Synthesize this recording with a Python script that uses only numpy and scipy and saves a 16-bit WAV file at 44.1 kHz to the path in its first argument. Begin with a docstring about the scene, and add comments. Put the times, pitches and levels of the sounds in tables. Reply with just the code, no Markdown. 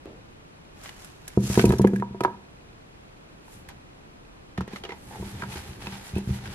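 """Raw chestnuts slide out of a wire sieve, hissing over the mesh, and thud onto a cotton towel on a
wooden board, which rings at each blow; a stray one knocks on bare wood. Then the towel is patted,
lifted and bunched round the nuts: cloth rustles on cloth as the shells click together and bump the board.
It is all heard close up, in stereo, in a quiet kitchen with a soft hum, a faint electronic ticking
and one far-off bump at the start."""
import sys
import numpy as np
from scipy import signal
from scipy.fft import rfft, irfft, next_fast_len
from scipy.io import wavfile

SR = 44100
rng = np.random.default_rng(int(sys.argv[2]) if len(sys.argv) > 2 else 0)


def wrap_up_sound(samples):
    """Save the sound to the file named by the first command line argument, as 16-bit audio."""
    columns = np.atleast_2d(samples).T
    # keep every value between -1 and 1, then stretch to whole-number steps
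    tamed = np.clip(columns, -1, 1)
    steps = np.round(tamed * 32767).astype(np.int16)
    wavfile.write(sys.argv[1], SR, steps)


N = 288414
TIME = np.arange(N) / SR

# stereo width of most sounds, and of the room's hum: f/Hz, level/dB (side compared with middle)
WIDTH = [(40, -56), (170, -33), (350, -20.5), (700, -12.5), (1400, -2), (2800, 1.5), (6000, 3), (14000, 5)]
HUM_WIDTH = [(60, -26), (110, -10.5), (200, -4.5), (380, 1.5), (700, 4), (1290, 5), (2380, 5), (4400, 5.5),
             (8120, 7.5), (15000, 5)]
# tone colour of the room's hum: f/Hz, level/dB
HUM_COLOUR = [(13, -56), (22, -0.5), (70, -5.5), (152, -3.5), (256, -8), (294, -6), (409, -8.5), (469, -10),
              (672, -12), (792, -12), (2260, -20), (2450, -19.5), (5170, -29), (9740, -35), (16000, -33.5)]
# the ticks come in threes: level/dB of each, compared with the others
TICK_ACCENTS = [-9, 0, 0]
# the two pitches of a tick: f/Hz, level/dB, t60/s (the time it takes to fade by 60 dB)
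TICK_TONES = [(2484, 1, 0.021), (4060, -6, 0.024)]
# a bump further off in the kitchen: t/s, level/dB, t60/s
BUMP = (.057, -40.5, 0.46)
# tone colour of that bump: f/Hz, level/dB
BUMP_COLOUR = [(35, -8), (70, 2), (150, -12), (350, 3), (650, -8), (1100, -20.5), (4000, -28), (12000, -70)]
# nuts sliding over the wire mesh: t/s at the loudest, length/s, level/dB, brightness/dB
SLIDES = [(0.862, 0.095, -46.5, -6), (1.037, 0.18, -53.5, -3), (1.313, 0.17, -54.5, -7),
          (1.463, 0.051, -48.5, 6), (1.532, 0.11, -40, 3), (1.596, 0.072, -34.5, -3.5),
          (1.707, 0.13, -47.5, -1.5), (1.826, 0.096, -50, -15), (1.962, 0.089, -59.5, -0.5)]
# tone colours of shell rubbing on wire: f/Hz, level/dB
MESH_HISS = [(800, -55), (2500, -1), (4500, 1), (6500, 4), (9000, 0), (12000, 0.5), (13500, -12),
             (16000, -22)]
MESH_RASP = [(200, -38), (600, -3.5), (1100, -2.5), (1700, -0.5), (3100, -5), (4500, -9.5), (7000, -17),
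             (12000, -59)]
# nuts striking the sieve or each other; crack and scuff are offsets from the level:
# t/s, level/dB, crack/dB, scuff/dB, scuff t60/s, f/Hz of the nut
CLICKS = [(.836, -45.5, -6, -5, .044, 1240), (.858, -44, -20, 9, .03, 2930),
          (.8914, -42.5, -16, 7, .03, 2910), (1.045, -49, -1, 3, .044, 1470),
          (1.2785, -46, 3.5, 6.5, 0.046, 1660), (1.554, -31, -15, 4, .03, 1675),
          (1.594, -22, -20, 4, .04, 1530), (1.613, -33.5, -7, -2, .03, 2300),
          (1.654, -32.5, -2, 1, 0.034, 2520), (1.691, -40.5, -5, 3, 0.033, 3840),
          (1.7044, -30.5, -22, -4, 0.038, 1720), (1.7205, -33, -10, 1, 0.038, 1720),
          (1.737, -33, -21, -8, .035, 1635), (1.784, -40.5, -5.5, 0, .06, 5800),
          (1.8164, -40, -4, -1, .03, 1720), (1.847, -33.5, -30, -4, .02, 2120),
          (1.8717, -28.5, -18, -11, 0.027, 1680), (1.935, -39.5, -25, -10, .03, 1470),
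          (1.96, -33.5, -20, -17, .035, 1660), (1.9994, -41.5, -22, -5, 0.032, 1840),
          (2.206, -37.5, -14, 8.5, 0.031, 2380), (2.2355, -32.5, -15, 1, .04, 1730),
          (2.249, -30.5, -30, -1.5, 0.046, 1715), (3.4814, -46, -25, -9, .03, 890),
          (3.687, -44.5, -8.5, 2, 0.061, 1780), (4.576, -36.5, -20, 2, 0.078, 1870),
          (4.6069, -37, -20.5, -2, 0.087, 1335), (4.677, -45.5, -16, 0, 0.15, 1900),
          (4.732, -41.5, -25, -2, .05, 1670), (4.759, -37, -24, -1.5, .09, 2110),
          (4.8369, -37, -23, 2.5, 0.047, 3190), (4.85, -38.5, -25, 3, 0.068, 2910),
          (4.891, -40, -26, 1, .08, 2100), (4.906, -36, -36, -13, .05, 1990),
          (4.92, -38, -27, -3, .06, 2110), (5.421, -30.5, -34, -6, 0.041, 1600),
          (5.434, -36, -28, -5, .04, 1400), (5.8695, -33, -28, 6, 0.013, 2610),
          (6.154, -40, -15, -4, .03, 2570), (6.171, -39, -22, -8, .03, 2640),
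          (6.1807, -46.5, -2.5, -2, .03, 2530), (6.456, -40.5, -25, 1.5, .07, 1580)]
# the tones a nut rings with: multiple of its pitch, level/dB, t60/s
SHELL_TONES = [(.62, -3, 0.01), (1, 2.5, 0.029), (1.13, -5, 0.022), (1.4, -7.5, 0.019), (1.9, -14, 0.016)]
# the tones the board rings with on its counter: f/Hz, level/dB, t60/s
BOARD_TONES = [(78.8, -11.5, 0.13), (121.9, -19.5, 0.41), (137.5, -12.5, 0.13), (197.66, -12, 0.27),
               (226.2, -15, 0.25), (361, -6, 0.026), (372.4, -21.0, 0.39), (384.3, 2.0, 0.039),
               (456, -1.5, 0.03), (615, -8, 0.028), (685, -5.5, 0.052), (789, -1.5, 0.033),
               (923, -14.0, 0.12), (954.6, 5.5, 0.047), (1090, -3.0, 0.01), (1259, 0.5, 0.049),
               (1595, -2, 0.04), (2120, -15, 0.023)]
# blows on the board, dull through the towel and hard on bare wood:
# t/s, level/dB, top f/Hz (higher is harder), bottom f/Hz, factor on ring time, spot along the board (0-1)
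BLOWS = [(1.3743, -5.5, 288, 60, 0.79, 0.9), (1.4396, -25, 170, 55, 1, 0.71),
         (1.4997, -16, 214, 60, 0.74, 0.88), (1.5756, -3, 356, 85, 0.83, 0.86),
         (1.594, -10.5, 486, 160, 0.77, 0.53), (1.6416, -1.5, 247, 233, 0.96, 0.89),
         (1.669, -22, 340, 35, 1.3, 0.45), (1.697, -11, 220, 80, 1.34, 0.78),
         (1.7066, -15, 710, 335, 0.54, 0.78), (1.725, -15.5, 555, 140, 1.2, 0.11),
         (1.7359, -11.5, 450, 70, 0.87, 0.52), (1.7964, -7, 334, 91, 0.8, 0.58),
         (1.8106, -11.5, 260, 55, 0.57, 0.91), (1.844, -11, 516, 170, 0.27, 0.15),
         (1.8475, -0.5, 377, 125, 0.73, 0.45), (1.8775, -24, 564, 110, 1.1, 0.76),
         (1.934, -12.5, 219, 170, 1.35, 0.92), (1.9984, -24, 240, 40.7, 0.29, 0.73),
         (2.0238, -15.5, 990, 400, 1.05, 0.3), (2.1092, -28.5, 173, 50, 0.85, 0.87),
         (2.1465, -28.5, 500, 155, 1.55, 0.56), (2.207, -14.5, 796, 575, 1, 0.39),
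         (2.2117, -15, 425, 115, 0.54, 0.72), (2.2359, -19, 900, 155, 0.99, 0.11),
         (2.249, -5, 1120, 414, 0.84, 0.85), (2.2536, -18, 500, 100, 0.77, 0.31),
         (2.2786, -23, 800, 189, 1.8, 0.58), (4.5789, -25, 1030, 575, 0.54, 0.36),
         (4.5834, -19.0, 191, 60, 0.67, 0.51), (4.608, -23.5, 1160, 210, 0.3, 0.85),
         (4.6111, -21, 187, 80, 0.56, 0.45), (4.6784, -28.5, 700, 45, 0.46, 0.47),
         (4.7344, -25, 270, 215, 0.44, 0.41), (4.761, -33, 1360, 900, 1.4, 0.65),
         (4.839, -33, 670, 265, 1.2, 0.52), (4.8508, -30.5, 670, 470, 1.4, 0.51),
         (4.8935, -30, 525, 345, 1.2, 0.76), (4.921, -31, 684, 300, 1.5, 0.85),
         (5.1984, -26, 110, 45, 1.04, 0.94), (5.2262, -28.5, 480, 126, 1.2, 0.58),
         (5.4233, -25.5, 1590, 1010, 1, 0.98), (5.4296, -27.5, 230, 100, 1.1, 0.02),
         (5.438, -25.5, 1470, 200, 0.98, 0.59), (5.557, -30, 220, 35, 1.5, 0.27),
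         (5.6909, -30.0, 100, 60, 0.8, 0.53), (5.869, -26.5, 830, 725, 0.7, 0.17),
         (5.8731, -29, 210, 60, 0.94, 0.46), (5.9255, -31, 180, 80, 0.89, 0.54),
         (6.1353, -23, 100, 70, 1.2, 0.55), (6.1637, -16, 230, 65, 0.72, 0.54),
         (6.183, -21.5, 330, 35, 0.72, 0.58), (6.2741, -20, 151, 60, 0.43, 0.82),
         (6.2919, -22.5, 240, 60, 1.3, 0.09), (6.306, -17.5, 148, 65, 0.71, 0.07)]
# nuts rolling along the towel: t/s at the loudest, length/s, level/dB
ROLLS = [(1.676, 0.21, -26.5), (3.64, 0.2, -52.5), (5.242, 0.26, -38.5), (5.6, 1.0, -45.5),
         (6.46, 0.16, -39.5)]
# strokes of the towel: t/s at the loudest, length/s, level/dB, brightness/dB
STROKES = [(3.54, 0.1, -57.5, 4.5), (3.704, 0.037, -51.5, -12), (4.729, 0.036, -45, -12),
           (4.768, 0.044, -47, -5.5), (4.918, 0.06, -52, -32), (5.142, 0.24, -53.5, 2),
           (5.148, 0.068, -52, -45), (5.285, 0.16, -46.5, -3), (5.415, 0.076, -44.5, -6.5),
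           (5.527, 0.073, -41, -5), (5.577, 0.073, -40, -5.5), (5.681, 0.15, -46, -5),
           (5.822, 0.039, -46, -4), (5.862, 0.069, -42.5, -8), (5.942, 0.11, -42, -6.5),
           (6.073, 0.084, -44.5, -2), (6.178, 0.077, -45, -8.5), (6.294, 0.077, -47.5, -2.5),
           (6.354, 0.07, -44, -3.5), (6.463, 0.1, -45, -8.5), (6.53, 0.064, -45.5, -4)]
# tone colours of the towel's threads, layers and folds: f/Hz, level/dB
THREAD_HISS = [(800, -52), (2500, -5), (4500, -2.5), (7000, 1.5), (10000, 2.5), (12000, 3), (13500, -10.5),
               (16000, -24)]
CLOTH_RASP = [(500, -39), (1200, 1), (1600, 3.5), (2800, 1.5), (4200, -1.5), (7000, -9.5), (12000, -35)]
FOLD_RUSTLE = [(100, -32), (350, 9.5), (600, -1), (850, 11.5), (1250, -5.5), (2000, -3), (5000, -76)]


def from_db(db):
    """Turn decibels into a gain to multiply by."""
    return 10 ** (np.asarray(db) / 20)


def rms_one(x):
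    """Scale a sound so that its average strength (rms) is 1."""
    return x / np.sqrt(np.mean(x ** 2) + 1e-20)


def at_hz(points, hz):
    """Read between the rows of a table, on a scale where all octaves are equally wide."""
    f, value = np.transpose(points)
    return np.interp(np.log(np.maximum(hz, 1)), np.log(f), value)


def butter(x, hz, kind, order=2):
    """Keep what lies below ("low") or above ("high") a frequency."""
    return signal.sosfilt(signal.butter(order, hz, kind, fs=SR, output="sos"), x)


def add(out, s, sound):
    """Mix a sound in, starting at s seconds."""
    at = round(s * SR)
    out[:, at:at + sound.shape[1]] += sound[:, :N - at]


def noise(spectrum, size=N, side_curve=WIDTH):
    """Stereo noise with a given tone colour, alike in both ears in the bass and wide in the treble."""
    n = next_fast_len(size)
    hz = np.arange(n // 2 + 1) * SR / n
    mid, side = rfft(rng.standard_normal((2, n)))
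    width = from_db(at_hz(side_curve, hz))
    colour = from_db(at_hz(spectrum, hz)) / np.hypot(1, width) * (hz > 15)
    left_right = mid + width * side * [[1], [-1]]
    return rms_one(irfft(colour * left_right, n)[:, :size])


def spread(x, phase_rad=1.79, width_db=3.0):
    """Place a close sound between the ears: their waves are more out of step the higher the pitch."""
    n = next_fast_len(len(x) + 512)
    width = from_db(at_hz(WIDTH, np.arange(n // 2 + 1) * SR / n) + width_db)
    side = irfft(rfft(x, n) * width * np.exp(1j * phase_rad), n)[:len(x)]
    return x + side * [[1], [-1]]


def ringing(tones, chance_db, size):
    """One strike: a set of fading tones, each a little louder or softer by chance."""
    hz, db, t60 = np.transpose(tones)[:, :, None]
    t = TIME[:size]
    fades = from_db(db + chance_db * rng.standard_normal(db.shape) - 60 * t / t60)
    ring = np.sum(fades * np.cos(2 * np.pi * hz * t), axis=0)
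    ring[0] /= 2   # the step at contact is shared by two samples
    return ring


def grain(per_s, depth_db):
    """Rubbing surfaces stick and slip: a gain that jumps about at the given rate."""
    steps = rng.standard_normal(N // 8)
    return rms_one(from_db(depth_db * np.interp(TIME * per_s, np.arange(len(steps)), steps)))


def swells(s, length_s, db, shape=1.37):
    """Gain of overlapping movements: each rises and fades, within 6 dB of its peak for its length."""
    t = TIME[::64]
    from_peak = np.abs(2 * (t[:, None] - s) / length_s)
    each = from_db(db) / 2 ** np.minimum(from_peak ** shape, 20)
    return np.interp(TIME, t, np.sqrt(np.sum(each ** 2, axis=1)))


def room_hum(level_db=-48.5):
    """The room hums softly: a steady, low noise from all around."""
    return from_db(level_db) * butter(noise(HUM_COLOUR, side_curve=HUM_WIDTH), 11500, "low", order=6)


def ticking(per_s=25, first_s=0.0105, level_db=-57, top_hz=5000):
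    """Faint electronic chirps, evenly spaced; two of every three stand just above the hum."""
    s = np.arange(first_s, N / SR, 1 / per_s)
    db = level_db + np.resize(TICK_ACCENTS, len(s)) + rng.standard_normal(len(s))
    pulses = np.zeros(N)
    pulses[(s * SR).astype(int)] = from_db(db)
    softened = butter(pulses, top_hz, "low", order=4)
    chirps = signal.fftconvolve(softened, ringing(TICK_TONES, chance_db=0.89, size=2000))[:N]
    return spread(chirps, width_db=-14)


def far_bump():
    """A dull knock, blurred by the room into a fading puff of noise."""
    s, db, t60 = BUMP
    out, t = np.zeros((2, N)), TIME[:SR // 2]
    add(out, s, from_db(db - 60 * t / t60) * noise(BUMP_COLOUR, size=len(t)))
    return out


def sieve(hiss_db=3.5):
    """Shells skip from wire to wire as the sieve tips; a bright slide hisses more than it rasps."""
    s, length_s, db, bright_db = np.transpose(SLIDES)
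    hiss = swells(s, length_s, db + bright_db + hiss_db) * noise(MESH_HISS)
    rasp = swells(s, length_s, db) * noise(MESH_RASP)
    return grain(per_s=450, depth_db=2.7) * (hiss + rasp)


def shell_clicks(crack_boost_db=11.5, crack_t60=0.039, rise_s=0.0006):
    """Each touch makes a bright crack, a scuff and a short ring whose pitch is set by the nut's size."""
    out, t = np.zeros((2, N)), TIME[:4000]
    bite = 1 - np.exp(-t / rise_s)   # the contact takes a moment to build
    for s, db, crack_db, scuff_db, scuff_t60, pitch_hz in CLICKS:
        tones = np.array(SHELL_TONES) * [pitch_hz, 1, 1]
        ring = spread(ringing(tones, chance_db=0.89, size=len(t)))
        scuff = from_db(scuff_db - 60 * t / scuff_t60) * noise(MESH_RASP, size=len(t))
        crack = from_db(crack_db + crack_boost_db - 60 * t / crack_t60) * noise(THREAD_HISS, size=len(t))
        add(out, s, from_db(db) * (ring + scuff + crack) * bite)
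    return out


def board_blows(spot_db=5.5, chance_db=0.7):
    """Nuts land and hands press, and the board rings; a harder contact wakes higher tones."""
    out, t = np.zeros((1, N)), TIME[:14000]
    hz, tone_db, t60 = np.transpose(BOARD_TONES)
    waves = np.cos(2 * np.pi * hz[:, None] * t)
    waves[:, 0] /= 2   # the step at contact is shared by two samples
    for s, db, top_hz, bottom_hz, ring_factor, spot in BLOWS:
        favour = np.cos(np.pi * spot * np.arange(1, len(hz) + 1))   # the spot picks which tones answer
        gains = from_db(tone_db + spot_db * favour + chance_db * rng.standard_normal(len(hz)))
        fades = from_db(-60 * t / (ring_factor * t60[:, None]))   # the load sets how long they ring
        ring = gains @ (waves * fades)
        blow = butter(butter(ring, top_hz, "low", order=3), bottom_hz, "high")
        add(out, s, from_db(db) * blow[None] / np.abs(blow).max())
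    return spread(out[0])


def rolling(top_hz=130, bottom_hz=45, ring_factor=0.38):
    """Lumpy nuts roll along the towel and keep the board rumbling; hands on the board shorten its ring."""
    lumps = rng.standard_normal(N) * grain(per_s=40, depth_db=4.0)
    padded_push = butter(butter(lumps, top_hz, "low"), bottom_hz, "high")
    damped_tones = np.array(BOARD_TONES) * [1, 1, ring_factor]
    rumble = signal.fftconvolve(padded_push, ringing(damped_tones, chance_db=0.47, size=12000))[:N]
    return spread(swells(*np.transpose(ROLLS)) * rms_one(rumble))


def towel(hiss_db=-1.0, rasp_db=-1.5, folds_db=-7.5, folds_follow=0.38):
    """Layers rub; a light, bright stroke hisses in the threads, a heavy, dull one rustles the folds."""
    s, length_s, db, bright_db = np.transpose(STROKES)
    threads = swells(s, length_s, db + bright_db + hiss_db) * noise(THREAD_HISS)
    layers = swells(s, length_s, db + rasp_db) * noise(CLOTH_RASP)
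    folds = swells(s, length_s, db - folds_follow * bright_db + folds_db) * noise(FOLD_RUSTLE)
    hiss = grain(per_s=690, depth_db=1.9) * threads
    rustle = grain(per_s=300, depth_db=2.2) * (layers + folds)
    return hiss + rustle + swells(s, length_s, db) * snags()


def snags(each_per_s=22, level_db=-6.0, size_db=2.5, t60=0.009):
    """Threads catch and let go at random: tiny snaps in two tone colours, a few stronger than the rest."""
    out, t = np.zeros((2, N)), TIME[:500]
    for colour in (CLOTH_RASP, THREAD_HISS):
        lets_go = rng.random(N) < each_per_s / SR
        strength = from_db(level_db + size_db * np.minimum(rng.exponential(1, N), 3))
        snap = noise(colour, size=len(t)) * from_db(-60 * t / t60)
        out += signal.fftconvolve((lets_go * strength)[None], snap, axes=1)[:, :N]
    return out


def kitchen_echo(x, t60=0.34, level_db=-17, gap_s=0.004):
    """The room throws the sound back as a short blur, weak in the bass where the near board wins."""
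    t = TIME[:SR // 2]
    colour = [(60, -23), (200, 1), (400, -2), (1000, -5.5), (4000, -8), (14000, -10.5)]   # f/Hz, level/dB
    tail = noise(colour, size=len(t)) * from_db(-60 * t / t60) * (t > gap_s)
    tail /= np.sqrt(np.sum(tail ** 2) / 2)
    return from_db(level_db) * signal.fftconvolve(x, tail, axes=1)[:, :N]


def scene(lean_right=0.048, shadow_hz=600):
    """Nuts and cloth lie a little to the right, which only their higher sounds give away."""
    background = room_hum() + ticking() + far_bump()
    near = sieve() + shell_clicks() + board_blows() + rolling() + towel()
    near += lean_right * butter(near, shadow_hz, "high", order=1) * [[-1], [1]]
    return background + near + kitchen_echo(near)


def record(dry):
    """Clip any peak beyond full scale, then cut the very highest treble."""
    treble_cut = signal.ellip(10, .1, 80, 15900, fs=SR, output="sos")
    return signal.sosfilt(treble_cut, np.clip(dry, -1, 1))


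dry = scene()
out = record(dry)
wrap_up_sound(out)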